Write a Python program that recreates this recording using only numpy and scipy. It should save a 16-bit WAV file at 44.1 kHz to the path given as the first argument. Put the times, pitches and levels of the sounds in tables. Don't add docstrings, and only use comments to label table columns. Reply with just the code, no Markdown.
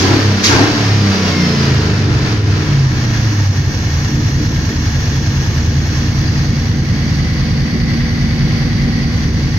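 import sys
import numpy as np
from scipy import signal
from scipy.fft import rfft, irfft
from scipy.io import wavfile
from scipy.ndimage import map_coordinates

SR = 44100
rng = np.random.default_rng(int(sys.argv[2]) if len(sys.argv) > 2 else 0)


def inscribe(sig):
    pcm = np.round(np.clip(np.atleast_2d(sig).T, -1, 1) * 32767)
    wavfile.write(sys.argv[1], SR, pcm.astype(np.int16))


N = 422478
TIME = np.arange(N) / SR
BINS = np.fft.rfftfreq(N, 1 / SR)
PIPE_GRID_HZ = np.arange(1400.)


def amp(db):
    return 10 ** (np.asarray(db) / 20)

def unit(x):
    return x / np.sqrt(np.mean(x ** 2) + 1e-20)

def curve(rows):
    return np.interp(TIME, *np.transpose(rows))

def read(points, hz=BINS):
    f, value = np.transpose(points)
    return np.interp(np.log(hz + 1), np.log(f + 1), value)

def tint(x, gain):
    return irfft(rfft(x) * gain, N)

def peak(centre_hz, half_width_hz, hz=BINS):
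    return 1 / (1 + ((hz - centre_hz) / half_width_hz) ** 2)

def causal_phase(gain):
    return -signal.hilbert(np.log(np.r_[gain, gain[-2:0:-1]])).imag[:len(gain)]

def drift(hz):
    return unit(map_coordinates(rng.standard_normal(4000), [TIME * hz * 2], order=1))

def ramp(start_s, end_s):
    return np.clip((TIME - start_s) / (end_s - start_s), 0, 1)

def bumps(rows):
    return sum(db * np.exp(-((TIME - s) / half) ** 2) for s, half, db in rows)

def resonate(x, hz, width_hz):
    turn = np.exp(2j * np.pi * np.cumsum(hz) / SR)
    pole = np.exp(-np.pi * width_hz / SR)
    return 2 * (turn * signal.lfilter([1 - pole], [1, -pole], x / turn)).real

# pitch_hz, side_minus_mid_db
STEREO_WIDTH = [(60, -26), (110, -5.5), (200, -8), (380, -10), (700, -8.5), (1290, 0), (2380, 0),
                (4400, 0.5), (8120, -2.5), (15000, 1.5)]

def pair_noise():
    mid, side = rfft(rng.standard_normal((2, N)))
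    echoes = rfft(rng.standard_normal(N) * np.exp(-TIME / 0.0018))
    side = .75 * side + .66 * mid * echoes / np.sqrt(np.mean(abs(echoes) ** 2))
    width = amp(read(STEREO_WIDTH))
    return np.array([mid + width * side, mid - width * side]) / np.sqrt(1 + width ** 2)

# time_s, cycle_rate_hz
ENGINE_SPEED = [(0, 30.6), (.18, 34.6), (.46, 31.8), (.69, 37.2), (1.2, 31.7), (1.8, 26.1), (2.2, 22.6),
                (2.6, 19.05), (3.0, 15.3), (3.4, 12.66), (3.8, 10.3), (4.05, 9.65), (4.3, 9.67),
                (4.75, 9.96), (5.3, 9.77), (5.68, 9.95), (6.35, 9.77), (7.65, 9.89), (8.1, 9.74),
                (9.58, 9.9)]

def crankshaft(idle):
    speed = curve(ENGINE_SPEED)
    return speed, np.cumsum(speed) / SR + .0025 * idle * drift(4)

def high_revs(speed, span_hz=(23.7, 29.5)):
    return np.interp(speed, span_hz, [0, 1])

CYLINDER_STRENGTHS = [1, 6.5, 5.5, 6.5, 10.5, 9, -21, 7]

def firing_gate(cycles, decay_gaps=0.98):
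    firings = np.abs(cycles * len(CYLINDER_STRENGTHS) + .3 * drift(30))
    index = firings.astype(int)
    count = index.max() + 1
    size = amp(np.resize(CYLINDER_STRENGTHS, count) + 2 * rng.standard_normal(2000)[:count])
    return unit(size[index] * np.exp(-(firings % 1) / decay_gaps))

# open_s, shut_s, opening_fraction
THROTTLE_BLIPS = [(-.06, 0.14, 0.65), (0.43, 0.633, 0.99)]

def engine_load(lag_s=0.032, fill_s=0.061, empty_s=0.077):
    load = 0
    for opens, shuts, size in THROTTLE_BLIPS:
        filling = ramp(opens + lag_s, opens + lag_s + fill_s)
        load += size * filling * np.exp(-np.maximum(TIME - shuts, 0) / empty_s)
    return np.clip(load, 0, 1)

# pitch_hz, gain_db
GULP_SPECTRUM = [(350, -42), (600, -12), (890, -31.5), (1170, 2), (1340, -3), (2270, 3.5), (3030, -5),
                 (3240, 2), (5140, 6), (6390, 3), (8160, -19.5), (15500, -23)]
ROAR_SPECTRUM = [(100, -38), (215, -9), (270, 10.5), (380, 4.5), (500, -31), (800, -6), (1100, -10),
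                 (3000, -42), (6600, -70)]

def throttle(cycles, load, gulp_db=-9, rise_s=0.016, fall_db_per_s=113, roar_db=-12):
    rush = 0
    for opens, _, size in THROTTLE_BLIPS:
        fall_db = fall_db_per_s * np.maximum(TIME - opens - rise_s, 0)
        rush += size * ramp(opens, opens + rise_s) * amp(gulp_db - fall_db)
    gulp = unit(irfft(pair_noise() * amp(read(GULP_SPECTRUM)), N))
    puffs = irfft(pair_noise(), N) * firing_gate(cycles)
    roar = unit(tint(puffs, amp(read(ROAR_SPECTRUM))))
    return gulp * rush + roar * load * amp(roar_db)

# pitch_hz, half_width_hz, gain_db, cabin_change_db
PIPE_MODES = [(47.5, 7.4, -15, 4.5), (70.2, 2.3, -8.5, -6), (81.3, 3.95, -8, -5), (102.9, 9.7, 1, -4),
              (121.4, 4.4, -11.5, 6), (135.9, 7.64, 2, 2), (153.5, 9.8, -11.5, -1.5),
              (177.3, 5.5, -8, 10.5), (195.3, 7.5, -8, 3.5), (226, 21.2, -7, 2.5), (299.6, 12.5, -3.5, -3),
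              (361, 42, -15, 3.5), (425, 25, -13.5, -8)]

def pipe_gain(hz, cabin, leak=0.0047):
    power = sum(amp(db + cabin * change) ** 2 * peak(f, w, hz) ** 2 for f, w, db, change in PIPE_MODES)
    return np.sqrt(leak + power)

# cycle_multiple, level_db
RUNNING_ORDERS = [(2, -14), (3, -11.5), (4, -13), (5, -13), (6, -14.5), (7, -21), (8, -13.5), (9, -21),
                  (10, -22), (11, -23.5), (12, -24), (13, -23.5), (14, -23.5), (15, -24), (16, -20),
                  (17, -26.5), (18, -27.5), (19, -22.5), (20, -30.5), (21, -22.5), (22, -32), (23, -27),
                  (24, -25.5)]
# coasting_db, labouring_db, full_load_db
LOW_ORDER_SHIFTS = [(-8, 1, 0), (-0.5, -1, -2), (-8.5, -11, -9), (0, -3, -7), (8.5, -5, -13), (12, -9, -5),
                    (3, 5, -2), (-3, -0.5, 9)]
# pitch_hz, half_width_hz, gain_db
WORKSHOP_ECHOES = [(63, 2, -7), (67, 2.5, 3.5), (72.8, 1.9, -21), (76.2, 2.3, 7.5), (88, 1.3, -2),
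                   (111.6, 1.8, -17), (116, 3.1, 3.5), (127.3, 3.1, -10.5), (138, 4.4, -4), (162, 3.1, -10),
                   (172, 5.6, 0), (182, 1.1, -19), (210.2, 4.1, -14.5), (223, 9.3, 2), (236.7, 1.5, 0.5),
                   (259, 3.2, -9), (446, 20, 4)]

def exhaust_drone(cycles, speed, idle, front, cabin, load, bark_db=7, snarl_db=3.5, boom_top_hz=206):
    grid = PIPE_GRID_HZ
    at_engine, at_cabin = pipe_gain(grid, 0), pipe_gain(grid, 0.82)
    echo_db = sum(db * np.exp(-((grid - f) / w) ** 2) for f, w, db in WORKSHOP_ECHOES)
    echo_phase = causal_phase(amp(echo_db))
    echo_share = (1 - .8 * front) * (1 - idle)
    coasting = high_revs(speed) * (1 - load)
    labouring = np.interp(speed, [18, 19.8], [1, 0])
    shifts, out = dict(enumerate(LOW_ORDER_SHIFTS, 2)), np.zeros(N)
    for order, db in RUNNING_ORDERS:
        hz = order * speed
        pipe = (1 - cabin) * np.interp(hz, grid, at_engine) + cabin * np.interp(hz, grid, at_cabin)
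        room = amp(echo_share * np.interp(hz, grid, echo_db))
        if order in shifts:
            coast_db, labour_db, load_db = shifts[order]
            boom = 1 / (1 + (hz / boom_top_hz) ** 40)
            strength = amp(db + coast_db * coasting * boom + labour_db * labouring + load_db * load)
        else:
            strength = amp(db + bark_db * load + snarl_db * coasting)
        sway = 1 + .16 * drift(3.5)
        arrival = .4 + .015 * order
        phase = 2 * np.pi * (order * (cycles - arrival) + .24 * rng.standard_normal())
        phase += echo_share * np.interp(hz, grid, echo_phase)
        out += pipe * room * strength * sway * np.cos(phase)
    return out * (1 - idle)

def exhaust_thumps(cycles, speed, idle, cabin, load, top_hz=320):
    firings = np.flatnonzero(np.diff(np.floor(8 * cycles)))
    burn = np.tanh(rng.standard_normal(len(firings)))
    kicks = np.zeros(N)
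    kicks[firings] = burn / np.sqrt(np.gradient(firings))
    band = (BINS + 1) / (BINS + 12) / np.sqrt(1 + (BINS / top_hz) ** 4)
    out = 0
    for place, share in enumerate([1 - cabin, cabin]):
        gain = pipe_gain(BINS, place) * band
        out += share * unit(tint(kicks, gain * np.exp(1j * causal_phase(gain))))
    return out * amp(-26 + 4 * idle - 5 * high_revs(speed) + 4.4 * load)

# idle_db, speed_doubling_db, high_revs_change_db, load_change_db, cabin_change_db
CLATTER_GROWTH = (-29, 4, -0.1, 7.5, 0)
HISS_GROWTH = (-28.5, 0.6, 4.5, 4.5, -1.1)
# centre_s, half_length_s, change_db
NOISE_SURGES = [(1.75, 0.14, 1.5), (2.33, 0.091, 1.5), (2.43, 0.05, -3), (2.65, 0.043, 1.5),
                (2.88, 0.1, -2), (3.04, 0.11, 1.5), (3.32, 0.066, 1), (3.5, 0.042, -2.5), (3.9, .15, 1),
                (6.8, 0.076, -2), (9.32, 0.034, -2.5)]

def mechanical_levels(speed, load, cabin, idle_hz=9.8):
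    waver_db = bumps(NOISE_SURGES) + 0.67 * drift(7)
    doublings, revs = np.log2(speed / idle_hz), high_revs(speed)
    return [idle_db + doubling_db * doublings + revs_db * revs + load_db * load + cabin_db * cabin
            + waver_db
            for idle_db, doubling_db, revs_db, load_db, cabin_db in (CLATTER_GROWTH, HISS_GROWTH)]

def bay_ripple(spacing_hz=45):
    ripple = map_coordinates(rng.standard_normal(4000), [BINS / spacing_hz], order=1)
    return 1.1 * ripple * np.clip(BINS / 2000, 0, 1)

# pitch_hz, gain_db
REAR_SPECTRUM = [(260, -6.5), (450, -0.5), (554, -7.5), (596, -5.5), (876, -8.5), (1030, -4.5),
                 (1130, -7.5), (1730, -4), (3170, -17), (3740, -18.5), (5170, -18), (6460, -22.5),
                 (8190, -47), (12200, -43), (15500, -50)]
FRONT_SPECTRUM = [(260, -65), (450, -3.5), (614, -9.5), (838, -6.5), (1120, -6.5), (1350, -8.5),
                  (1780, -2.5), (2330, -11.5), (2540, -9.5), (3850, -13.5), (4210, -10.5), (4600, -16.5),
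                  (6270, -2), (7950, -36.5), (13700, -29), (15500, -42)]
CABIN_SPECTRUM = [(260, -39), (450, -25), (477, 0.5), (570, -7), (767, -11.5), (902, -10), (1130, -6.5),
                  (1350, -9), (1560, -5.5), (1950, -4), (2430, -10), (3700, -13), (4950, -16.5),
                  (5330, -13.5), (6000, -14), (8070, -37.5), (11500, -33.5), (15500, -39)]
# pitch_hz, left_minus_right_db
ENGINE_BALANCE = [(60, 5), (110, 12), (200, 16), (380, -6), (700, -3.5), (1290, 2.5), (2380, 1), (4400, -6),
                  (8120, -1.5), (15000, 4.5)]
CABIN_BALANCE = [(60, -1.0), (110, -1.0), (200, 0.5), (380, -2), (700, -4.5), (1290, 2), (2380, 2.5),
                 (4400, -11), (8120, 0), (15000, 0)]
# pitch_hz, half_width_hz, front_db, cabin_db
COVER_MODES = [(765, 30, 1, 10.5), (1654, 52, 3, 2), (2000, 53, -2.5, 5), (2203, 23, 7, 7),
               (3347, 14, 8, 8), (4280, 70, 3, 3.5), (4500, 56, 4, 8), (4845, 78, 6, 9),
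               (5600, 170, 2.5, -1.5), (6070, 340, -6.5, 1.5), (9240, 1700, -7.5, -4.5)]

def valve_clatter(cycles, front, cabin, clatter_db, hiss_db, split_hz=2750):
    noise, low = pair_noise(), 1 / (1 + (BINS / split_hz) ** 8)
    front_ring_db = sum(db * peak(f, w) for f, w, db, _ in COVER_MODES)
    cabin_ring_db = sum(db * peak(f, w) for f, w, _, db in COVER_MODES)
    positions = [(REAR_SPECTRUM, 0.17 * front_ring_db, ENGINE_BALANCE, 1 - front),
                 (FRONT_SPECTRUM, front_ring_db, ENGINE_BALANCE, front - cabin),
                 (CABIN_SPECTRUM, cabin_ring_db, CABIN_BALANCE, cabin)]
    clatter, hiss = 0, 0
    for colour, ring_db, balance, share in positions:
        pan_db = np.outer([.5, -.5], read(balance))
        spectrum = noise * amp(read(colour) + ring_db + bay_ripple() + pan_db)
        clatter += share * unit(irfft(spectrum * low, N))
        hiss += share * unit(irfft(spectrum * (1 - low), N))
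    gate = firing_gate(cycles)
    clatter *= unit(.86 + .14 * gate) * amp(clatter_db)
    hiss *= unit(.85 + .15 * gate) * amp(hiss_db)
    return clatter + hiss

# cycle_multiple, relative_db
BELT_TONES = [(17.8, -14), (18.7, -10.5), (23.75, -10.5), (29.7, -20), (35.6, -13), (44.7, -17),
              (47.5, -18), (59.4, -17), (64.6, -19), (71.1, -12.5), (79.8, -20), (89.7, -16),
              (106.8, -13.5), (119.7, -22), (149.4, -12.5), (178, -22), (179.6, -14), (209.5, -25)]
# pitch_hz, gain_db
BELT_RADIATION = [(600, -5.5), (1150, -2), (1500, -5), (2150, 2), (2400, -4), (3100, -.5), (3400, -6),
                  (4150, -7), (4500, 1.5), (4850, -1), (5000, 4), (5300, 8), (5450, 5), (5600, -1),
                  (6000, -3), (7500, -12)]

def belt_whine(cycles, speed, load, hiss_db, slow_db=-8, flicker_db=3.5, slip_cycles=0.001):
    shaft = cycles + slip_cycles * drift(18)
    out = np.zeros((2, N))
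    for multiple, db in BELT_TONES:
        radiated_db = db + read(BELT_RADIATION, multiple * speed)
        turns = multiple * shaft + rng.random()
        for port in out:
            gain = amp(radiated_db + flicker_db * drift(9))
            port += gain * np.sin(2 * np.pi * turns + 2 * rng.random())
    slowness = np.interp(speed, [15, 27], [1, 0])
    load_duck_db = -15 * np.sqrt(load)
    return out * amp(hiss_db + 2.5 + slowness * slow_db + load_duck_db)

def rumble(speed, level_db=-25, high_revs_db=-20):
    # pitch_hz, gain_db
    colour = [(5, -9), (20, -10), (35, -18), (60, 6.5), (150, 1), (350, -5), (500, -14.5),
              (900, -34), (3000, -78)]
    noise = unit(irfft(pair_noise() * amp(read(colour)), N))
    return noise * amp(level_db + high_revs_db * high_revs(speed))

# centre_s, half_length_s, change_db
BASS_DIPS = [(.2, 0.038, -6), (.43, 0.045, -16), (1.17, 0.039, -11), (2.42, 0.019, -3.5), (2.64, .03, -3),
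             (3.33, 0.046, -7.5), (3.54, 0.027, -7), (4.1, .025, -6), (4.3, 0.03, -4), (4.73, .025, -8),
             (6.85, 0.03, -4), (7.7, 0.046, -3.5)]
# centre_s, change_db
BARK_THROBS = [(2.09, 1.5), (2.69, 2), (2.87, -5), (3.47, -9), (3.72, 4.5), (3.9, -3), (3.99, -4),
               (4.17, 2.5), (4.41, 4.5), (4.7, 2.5), (5.72, 3), (6.53, 3), (6.94, 1.5), (7.76, 3),
               (7.971, 3), (8.48, 3), (8.67, 3), (8.89, 2.5), (9.28, 1.5), (9.49, 0.5)]

def lope(x, cycles, idle, split_hz=180, throb_half_s=0.039):
    bass = tint(x, 1 / (1 + (BINS / split_hz) ** 12))
    bass_swell = 1 + .18 * idle * np.cos(2 * np.pi * (cycles - .68))
    bark_swell = 1 + .22 * idle * np.cos(2 * np.pi * (cycles - .12))
    throbs_db = bumps([(s, throb_half_s, db) for s, db in BARK_THROBS])
    return bass * bass_swell * amp(bumps(BASS_DIPS)) + (x - bass) * bark_swell * amp(throbs_db)

def plate_swoosh(from_hz=6340, to_hz=700, glide_s=0.045, width_hz=1700, fall_db_per_s=60):
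    opens = THROTTLE_BLIPS[-1][0]
    age = np.maximum(TIME - opens, 0)
    hz = to_hz + (from_hz - to_hz) / (1 + (age / glide_s) ** 3)
    air = irfft(pair_noise(), N)
    air = resonate(resonate(air, hz, width_hz), hz, width_hz)
    band = 1 / (1 + (BINS / 7000) ** 16) / (1 + (500 / (BINS + 1)) ** 4)
    return unit(tint(air, band)) * ramp(opens, opens + 0.016) * amp(-12 - fall_db_per_s * age)

# cycle_multiple, front_db, cabin_db
BURBLE_ORDERS = [(2, -16, -20), (3, -18, -24), (4, -19, -23), (4.5, -23, -22), (5, -14, -16), (6, -18, -24),
                 (7, -18, -14), (8, -11, -12), (9, -18, -25), (10, -26, -27), (10.5, -27, -28),
                 (11, -25, -24), (12, -21, -28), (13, -40, -29), (13.5, -34, -33), (14, -23, -27),
                 (14.5, -34, -38), (15, -28, -34), (16, -18, -13), (17, -17, -21), (18, -31, -36),
                 (19, -27, -26), (21, -25, -22), (22, -32, -38), (23, -31, -30), (24, -25, -19),
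                 (25, -22, -23), (26, -30, -34), (28, -35, -22), (29, -30, -25), (30, -42, -39),
                 (31, -30, -36), (32, -34, -36), (33, -40, -28), (34, -28, -45), (37, -35, -38),
                 (38, -38, -44), (40, -46, -35), (45, -32, -37), (46, -31, -39), (49, -28, -29),
                 (50, -30, -29)]

def idle_burble(cycles, speed, cabin, sway=.2, trim_db=0.7):
    at_engine, at_cabin = pipe_gain(PIPE_GRID_HZ, 0), pipe_gain(PIPE_GRID_HZ, 0.8)
    out = np.zeros(N)
    for order, front_db, cabin_db in BURBLE_ORDERS:
        gain = (1 - cabin) * amp(front_db) * np.interp(order * speed, PIPE_GRID_HZ, at_engine)
        gain += cabin * amp(cabin_db) * np.interp(order * speed, PIPE_GRID_HZ, at_cabin)
        out += gain * (1 + sway * drift(3)) * np.cos(2 * np.pi * (order * cycles + rng.random()))
    return out * ramp(3.38, 3.92) * amp(trim_db)

# pitch_hz, half_width_hz, gain_db
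SIZZLE_MODES = [(4330, 90, -2), (4540, 60, -2), (4900, 100, 3)]
SHEET_MODES = [(1910, 45, 5), (2014, 35, 0), (2210, 30, -7)]
# time_s, level_db
SIZZLE_PASS = [(5.9, -62), (6.2, -37), (6.35, -36), (6.5, -42), (6.7, -60), (7.2, -58), (7.4, -42),
               (8.0, -41), (8.6, -49), (9.1, -43), (9.5, -52)]
SHEET_PASS = [(6.3, -65), (6.78, -52), (6.88, -36), (7.01, -36), (7.1, -57), (7.55, -48), (7.72, -35),
              (8.1, -35), (8.35, -48), (8.65, -38), (9.05, -34), (9.35, -52)]

def metal_ring(cycles, modes, levels):
    response = sum(amp(db) * peak(f, w) for f, w, db in modes)
    shaking = irfft(pair_noise(), N) * firing_gate(cycles, decay_gaps=0.99)
    return unit(tint(shaking, response)) * amp(curve(levels))

def exhaust_at_microphone(exhaust, cabin):
    right = exhaust * amp(2.5 + cabin)
    lag_s = .00012 + .00022 * cabin
    return np.array([amp(-.4) * np.interp(TIME - lag_s, TIME, right), right])

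def scene():
    idle, load = ramp(3.49, 4.03), engine_load()
    speed, cycles = crankshaft(idle)
    front = ramp(2.4, 3.4)
    cabin = ramp(5.5, 7.7) - 0.28 * ramp(9.13, 9.17)
    thumps = exhaust_thumps(cycles, speed, idle, cabin, load)
    orders = exhaust_drone(cycles, speed, idle, front, cabin, load) + idle_burble(cycles, speed, cabin)
    exhaust = exhaust_at_microphone(lope(orders + thumps, cycles, idle), cabin)
    clatter_db, hiss_db = mechanical_levels(speed, load, cabin)
    belt = belt_whine(cycles, speed, load, hiss_db)
    valves = valve_clatter(cycles, front, cabin, clatter_db, hiss_db)
    metal = metal_ring(cycles, SHEET_MODES, SHEET_PASS) + metal_ring(cycles, SIZZLE_MODES, SIZZLE_PASS)
    intake = throttle(cycles, load) + plate_swoosh()
    return exhaust + belt + valves + metal + intake + lope(rumble(speed), cycles, idle)

def record(dry, top_hz=15600):
    limited = dry / (1 + dry ** 8) ** (1 / 8)
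    lowpass = signal.firwin(511, top_hz, window=("kaiser", 9), fs=SR)
    return signal.oaconvolve(limited, lowpass[None], "same")


dry = scene()
out = record(dry)
inscribe(out)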